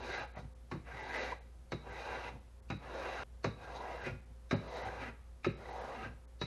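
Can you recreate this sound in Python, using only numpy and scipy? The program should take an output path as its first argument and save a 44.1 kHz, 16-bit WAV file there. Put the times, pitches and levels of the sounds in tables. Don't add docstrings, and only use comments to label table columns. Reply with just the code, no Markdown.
import sys
import numpy as np
from scipy import signal
from scipy.fft import rfft, irfft
from scipy.io import wavfile
from scipy.ndimage import uniform_filter1d, map_coordinates

SR = 44100
rng = np.random.default_rng(int(sys.argv[2]) if len(sys.argv) > 2 else 0)


def output_pcm(signal):
    pcm = np.clip(np.atleast_2d(signal).T, -1, 1) * 32767
    wavfile.write(sys.argv[1], SR, np.round(pcm).astype(np.int16))


def boost(x):
    u = np.asarray(x, float) / 20
    return 10 ** u


N = 284881
CHANGE_S = 3.2355


def stone_on_blade():
    # hz, width_hz, level_db
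    stone_modes = [(1155, 14, -5), (1267, 26, -2.5), (1419, 28, -3.5), (1579, 63, -2), (1661, 64, -5.5),
                   (1988, 128, -3.5)]
    end_modes = [(291, 64, -7), (390, 41, 2.5), (1690, 47, -3), (2293, 44, -0.5), (2466, 79, -0.5),
                 (2738, 110, -2.5)]
    board_modes = [(518, 90, 2.5), (642, 60, -1), (756.4, 36.6, 5.5), (855.5, 41, 4), (456, 140, -7.5),
                   (973, 74, -0.5), (1180, 270, -10.5)]
    steel_modes = [(3892, 180, 6), (3810, 220, -4.5), (3870, 250, -2.5), (3300, 930, -26.5),
                   (4570, 530, -8.5), (4625, 1100, -7.5), (5870, 1400, -10.5), (6230, 290, -11)]
    bench_modes = [(109.7, 28, 7.5), (135, 100, -10), (182, 4.8, -11.5), (236, 56, 1.5)]
    # hz, level_db
    treble_fall = [(100, -0.5), (6600, -7), (7200, -13), (8000, -13.5), (12000, -8.5)]
    grains = grit(9000, 2.5)
    stone, board, steel, bench = forces()
    load_ratio = np.clip((stone + 1e-9) / (board + 1e-9), 0.1, 2)
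    end = boost(-2.5) * stone * load_ratio ** 0.29
    parts = [(stone, stone_modes, 4.24), (end, end_modes, 3.3), (board, board_modes, 2.4),
             (steel, steel_modes, 1.3), (bench, bench_modes, 2.6)]
    sound = clacks()
    for force, modes, wander_db in parts:
        sound = sound + body(force, grains, modes, wander_db, 14)
    return irfft(rfft(sound) * boost(read(treble_fall, np.fft.rfftfreq(N, 1 / SR))), N)


def forces():
    # start_s, fastest_s, lift_s, push_db, board_share_db
    strokes = [
        (-.12, 0.14, 0.23, -44, 3.5),
        (0.321, 0.401, 0.38, -46, 6),
        (0.827, 1.24, 1.32, -46, 4),
        (1.79, 2.06, 2.288, -47.5, 5),
        (2.773, 3.034, 3.274, -47, 6.5),
        (3.554, 3.86, 4.1, -52, 11.5),
        (4.548, 4.82, 5.095, -52, 11),
        (5.547, 5.83, 6.075, -53, 12.5),
    ]
    # start_db, full_speed_db, lift_db
    first_grip = [(-12, -0.5, 0), (-11, -2, -2), (-31.5, -3, -11), (-7, -10, -6.5)]
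    second_grip = [(-8, -0.5, 1.5), (-13.5, -0.5, -9.5), (-14.5, -8, -15.5), (-9, -12, -1)]
    # stone_db, board_db, steel_db, bench_db
    tip_db = [(1, -1, 0.55, -0.88), (5, 1, 4.1, -0.62)]
    # stone, board, steel, bench in dB per s
    lift_db_per_s = (600, 470, 503, 300)
    # centre_s, half_length_s, wood_and_stone_db, steel_db
    surges = [
        (1.17, 0.082, 5.5, 1.5),
        (2.098, 0.061, 2, -7),
        (2.208, .04, 1, -2),
        (3.055, 0.043, 1, -5.5),
        (3.767, 0.019, 0.5, 11.5),
        (3.868, .03, -1, -12),
        (4.067, 0.026, 4.5, 11),
        (4.76, 0.073, 2, 8),
        (5.017, 0.017, 2.5, 6),
    ]
    # centre_s, bench_db, board_share_db
    scuffs = [
        (.455, -51.5, -20),
        (2.348, -50.5, -9),
        (4.13, -53, -20),
        (4.3, -61.5, -20),
        (4.86, -54, 3),
        (5.09, -67, -31),
        (6.125, -57.5, -12),
    ]
    tip_s, touch_s, scuff_s = 0.097, 0.063, 0.028
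    speed_up, slow_down = 1.44, 1.36
    bench_push_db = -51
    t, level = np.arange(N) / SR, np.zeros((4, N))
    for start, fastest, lift, push_db, board_db in strokes:
        grip = int(start > CHANGE_S)
        first, full, last = np.transpose((first_grip, second_grip)[grip])[:, :, None]
        before = np.clip((fastest - t) / (fastest - start), 0, 1) ** speed_up
        after = np.clip((t - fastest) / (lift - fastest), 0, 1) ** slow_down
        tip = np.exp(-((t - lift + tip_s / 2) / tip_s * 2) ** 2) * np.c_[list(tip_db[grip])]
        lifted = np.maximum(t - lift, 0) * np.c_[list(lift_db_per_s)]
        db = push_db + np.c_[[0, board_db, 0, bench_push_db - push_db]]
        db = db + full + (first - full) * before + (last - full) * after + tip - lifted
        level += boost(db) * np.clip((t - start) / touch_s, 0, 1) ** 1.13
    for s, half, wood_db, steel_db in surges:
        level *= boost(np.c_[[wood_db, wood_db, steel_db, 0]] * np.exp(-((t - s) / half) ** 2))
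    for s, db, board_db in scuffs:
        level[1::2] += boost(db + np.c_[[board_db, 0]]) * np.exp(-((t - s) / scuff_s) ** 2)
    return level * boost(0.52 * drift(25) + 0.85 * drift(90))


def grit(per_s, spread_db):
    size = boost(spread_db * np.minimum(rng.exponential(1, N), 4)) * rng.standard_normal(N)
    return evened(size * (rng.random(N) < per_s / SR))


def body(force, grains, modes, wander_db, per_s):
    out = 0
    for hz, width, db in modes:
        caught = force * np.roll(grains, rng.integers(N)) * boost(wander_db * drift(per_s))
        out = out + boost(db) * ring(caught, hz, width)
    return out / np.sqrt(sum(boost(db) ** 2 * np.pi * width / SR for hz, width, db in modes))


def ring(x, hz, width):
    return signal.lfilter(*signal.iirpeak(hz, hz / width, SR), x)


def drift(per_s):
    knots = rng.standard_normal(int(N / SR * per_s) + 4)
    fine = map_coordinates(knots, [1 + np.arange(N // 64 + 2) * 64 / SR * per_s], order=3)
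    return np.repeat(evened(fine), 64)[:N]


def evened(x):
    return x / np.sqrt(np.mean(x ** 2) + 1e-20)


def read(points, hz):
    f, value = np.transpose(points)
    return np.interp(np.log(hz + 1), np.log(f + 1), value)


def clacks():
    # start_s, steel_tick_db, board_share_db, stone_share_db, rattle_t60_s
    landings = [
        (0.7128, -50.5, 18, 9.5, 0.19),
        (1.719, -37.5, 12.5, 5, 0.087),
        (2.7005, -42.5, 13, 12.5, 0.13),
        (3.442, -37, 13.5, 9.5, 0.12),
        (4.5092, -35.5, 11.5, 9.5, 0.16),
        (5.444, -38, 4, 13, 0.17),
        (6.4134, -31, 1.5, 1.5, 0.12),
    ]
    # hz, width_hz, level_db
    struck_stone = [(1298, 96, 0), (1690, 220, -4.5), (2170, 180, -1.5), (2446, 200, -2), (2850, 160, -6)]
    struck_wood = [(410, 220, 0), (560, 87, -0.5), (873, 290, -5.5), (1075, 560, -3)]
    struck_steel = [(3880, 76, 3.5), (3850, 31, 0.5), (4070, 390, -5.5), (5050, 180, -9.5),
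                    (6080, 650, -15.5)]
    free_end = [(3870, 78, 0)]
    ring_db, ring_t60_s = -8.5, 0.36
    rise_s = np.array([[0.002], [0.002], [0.0004]])
    level = np.zeros((4, N))
    for s, db, board_db, stone_db, t60 in landings:
        at = round(s * SR)
        age = np.arange(min(SR // 4, N - at)) / SR
        rattle = boost(db - 6 - 60 * age / t60) * (1 + 0.69 * np.exp(-age / 0.0063))
        rattle = rattle * np.minimum(age / rise_s, 1)
        level[:3, at:][:, :len(age)] += rattle * boost(np.array([[stone_db], [board_db], [0]]))
        level[3, at:][:len(age)] += boost(db + ring_db - 60 * age / ring_t60_s)
    grains = grit(12000, 1.2)
    parts = struck_stone, struck_wood, struck_steel, free_end
    struck = sum(body(force, grains, modes, 0.99, 3) for force, modes in zip(level, parts))
    struck = struck - 0.68 * ring(struck, 3230, 900)
    return signal.lfilter(*signal.butter(2, 7000, fs=SR), struck)


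def thuds():
    # start_s, peak_db, board_hz, bench_share_db, board_t60_s
    blows = [(.368, -38, 630, -2, 0.054), (.721, -35.5, 349, 2, 0.066), (0.754, -36, 312, -0.5, 0.071),
             (1.728, -29, 354, -3, 0.042), (1.751, -39, 390, -3.5, 0.046), (2.701, -31, 514, -0.5, 0.039),
             (2.731, -35, 295, -0.5, 0.066), (3.4521, -28.5, 410, 0.5, 0.046),
             (3.461, -30.5, 560, -9, 0.035), (3.469, -31.5, 276, -14, 0.041), (4.063, -38, 370, -6.5, 0.15),
             (4.5286, -17, 250, -7, 0.026), (4.532, -28, 390, -13, 0.066), (4.538, -27, 560, -26, 0.066),
             (4.567, -38.5, 190, 4.5, 0.06), (5.4653, -19.5, 370.3, -7.5, 0.068),
             (5.477, -32, 353, -25, 0.041), (6.415, -29.5, 287, -3, 0.023), (6.422, -39.5, 390, -18, 0.082)]
    bench_t60_s = 0.18
    t, out = np.arange(SR // 2) / SR, np.zeros(N + SR)

    def tone(hz):
        return np.sin(2 * np.pi * hz * t)

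    boom = 0.7 * tone(108) + tone(150) * boost(-160 * t)
    boom += 0.8 * tone(190) * boost(-200 * t) + 0.52 * tone(238) * boost(-300 * t)
    for s, db, hz, bench_db, t60 in blows:
        board = tone(hz) + 0.28 * tone(1.47 * hz) + 0.25 * tone(0.66 * hz)
        board *= boost(db + 0.5 - 60 * t / t60) * (1 - np.exp(-t / 0.0019))
        bench = boom * boost(db + bench_db - 60 * t / bench_t60_s) * (1 - np.exp(-t / 0.0034))
        out[round(s * SR):][:len(t)] -= board + bench
    return signal.lfilter(*signal.butter(4, 93, "high", fs=SR), out[:N])


def squeaks():
    # start_s, peak_db, pitch_hz, length_s
    slips = [
        (1.319, -35, 994, 0.017),
    ]
    out = np.zeros(N)
    for s, db, hz, length in slips:
        u = np.arange(0, length, 1 / SR)
        note = np.sin(2 * np.pi * hz * u) * np.sin(np.pi * u / length)
        out[round(s * SR):][:len(u)] += boost(db) * note
    return out


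def garage(x):
    # hz, t60_s
    decay = [(100, 0.45), (400, 0.4), (1500, 0.42), (4000, 0.43), (9000, 0.25)]
    taps = np.zeros(SR)
    at = np.arange(200, SR - 20, 20)
    taps[at + rng.integers(0, 20, len(at))] = rng.choice([-1., 1.], len(at))
    hz, t, z = signal.stft(taps, SR, nperseg=512)
    tail = signal.istft(z * boost(-60 * t / read(decay, hz)[:, None]), SR, nperseg=512)[1]
    return signal.fftconvolve(x, tail[None] / np.linalg.norm(tail), axes=1)[:, :N]


def room_tone():
    # hz, level_db per Hz
    air_colour = [(50, -16), (85, -15), (207, -8), (239, -9), (295, -20.5), (419, -3), (455, -22.5),
                  (526, -0.5), (560, -16.5), (661, -13), (703, -10), (2700, -22.5), (12000, -27.5),
                  (15600, -68), (22000, -120)]
    # pitch_hz, waver_hz, level_db
    hum = [(59.15, .2, -54), (31, 3, -78), (118.3, 2, -76), (237, 4, -79), (527.6, 5, -78)]
    hz = np.fft.rfftfreq(N, 1 / SR)
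    colour = boost(read(air_colour, hz))
    air = irfft(rfft(rng.standard_normal(N)) * colour, N) * boost(-72)
    air /= np.sqrt(np.mean(colour ** 2 * (hz > 300)))
    out = air + boost(-62) * evened(ring(rng.standard_normal(N), 60, 27))
    for pitch, waver, db in hum:
        turns = np.cumsum(pitch + waver * drift(6.4)) / SR + rng.random()
        out = out + np.sqrt(2) * boost(db + 1.3 * drift(11)) * np.sin(2 * np.pi * turns)
    return out


def scene():
    work = stone_on_blade() + thuds()
    t = np.arange(N)
    early, late = t < CHANGE_S * SR, t > (CHANGE_S + 0.1) * SR
    wet = garage(np.array([work * early, work * late]))
    mix = work * (early | late) + boost(-11.5) * np.where(early, *wet)
    return (mix + squeaks() + room_tone())[None]


def camera_rounding(x, start_s):
    # hz, step_db
    coarse = [(100, -24), (1500, -18), (3000, -7), (6000, -2), (8000, 2), (12000, 2)]
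    # start_s, length_s, above_hz
    starved = [(0.005, 0.02, 7300), (0.11, 0.0089, 9216), (0.13, 0.046, 7300), (0.201, 0.032, 7321),
               (0.262, 0.012, 6140), (0.325, 0.011, 4950), (0.339, 0.019, 4450), (0.364, 0.018, 7114),
               (0.537, 0.014, 508), (1.005, 0.02, 7235), (1.045, 0.018, 9500), (1.173, 0.066, 7300),
               (1.39, 0.017, 4430), (1.903, 0.017, 7050), (2.395, 0.0059, 5500), (2.605, 0.018, 852),
               (2.78, 0.0083, 5100), (4.01, 0.023, 7000), (4.208, 0.0047, 3000), (4.251, 0.0054, 3000),
               (4.54, 0.023, 5080), (4.678, 0.019, 7000), (4.753, 0.013, 7640), (4.826, 0.024, 6260),
               (5.234, 0.0051, 4000), (5.551, 0.019, 5805), (5.705, 0.021, 6850), (5.789, 0.022, 6600),
               (6.256, 0.021, 540), (6.451, 0.011, 7250)]
    window = np.sqrt(signal.get_window("hann", 1536))
    hz, t, z = signal.stft(x, SR, window, nperseg=1536)
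    band = np.sqrt(abs(uniform_filter1d(abs(z) ** 2, size=16, axis=0))) + 1e-12
    busy_db = 10 * np.log10((abs(z[hz > 300]) ** 2).sum(0) + 1e-12)
    band_luck = np.repeat(rng.standard_normal((len(t), 49)).T, 16, axis=0)[:len(hz)]
    luck_db = 2.5 * rng.standard_normal(len(t)) + 3.2 * band_luck
    loud_db = 0.3 * np.minimum(busy_db + 57, 7)
    step = band * boost(read(coarse, hz)[:, None] + luck_db + loud_db)
    rounded = np.round(z / step) * step * (hz < 12000)[:, None]
    x = signal.istft(rounded, SR, window, nperseg=1536)[1][:len(x)]
    hz, t, z = signal.stft(x, SR, nperseg=256, noverlap=192)
    for s, length, above_hz in starved:
        during = abs(t + start_s - s - length / 2) < length / 2
        z[np.ix_(hz > max(above_hz, 2200), during)] *= boost(-19)
    return signal.istft(z, SR, nperseg=256, noverlap=192)[1][:len(x)]


def low_pass(x):
    return signal.sosfilt(signal.butter(12, 15800, fs=SR, output="sos"), x)


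def record(dry):
    cut = int(np.ceil(CHANGE_S * SR))
    before = camera_rounding(dry[0, :cut], 0)
    after = camera_rounding(dry[0, cut:], CHANGE_S)
    return low_pass(np.concatenate([before, after])[None])


dry = scene()
out = record(dry)
output_pcm(out)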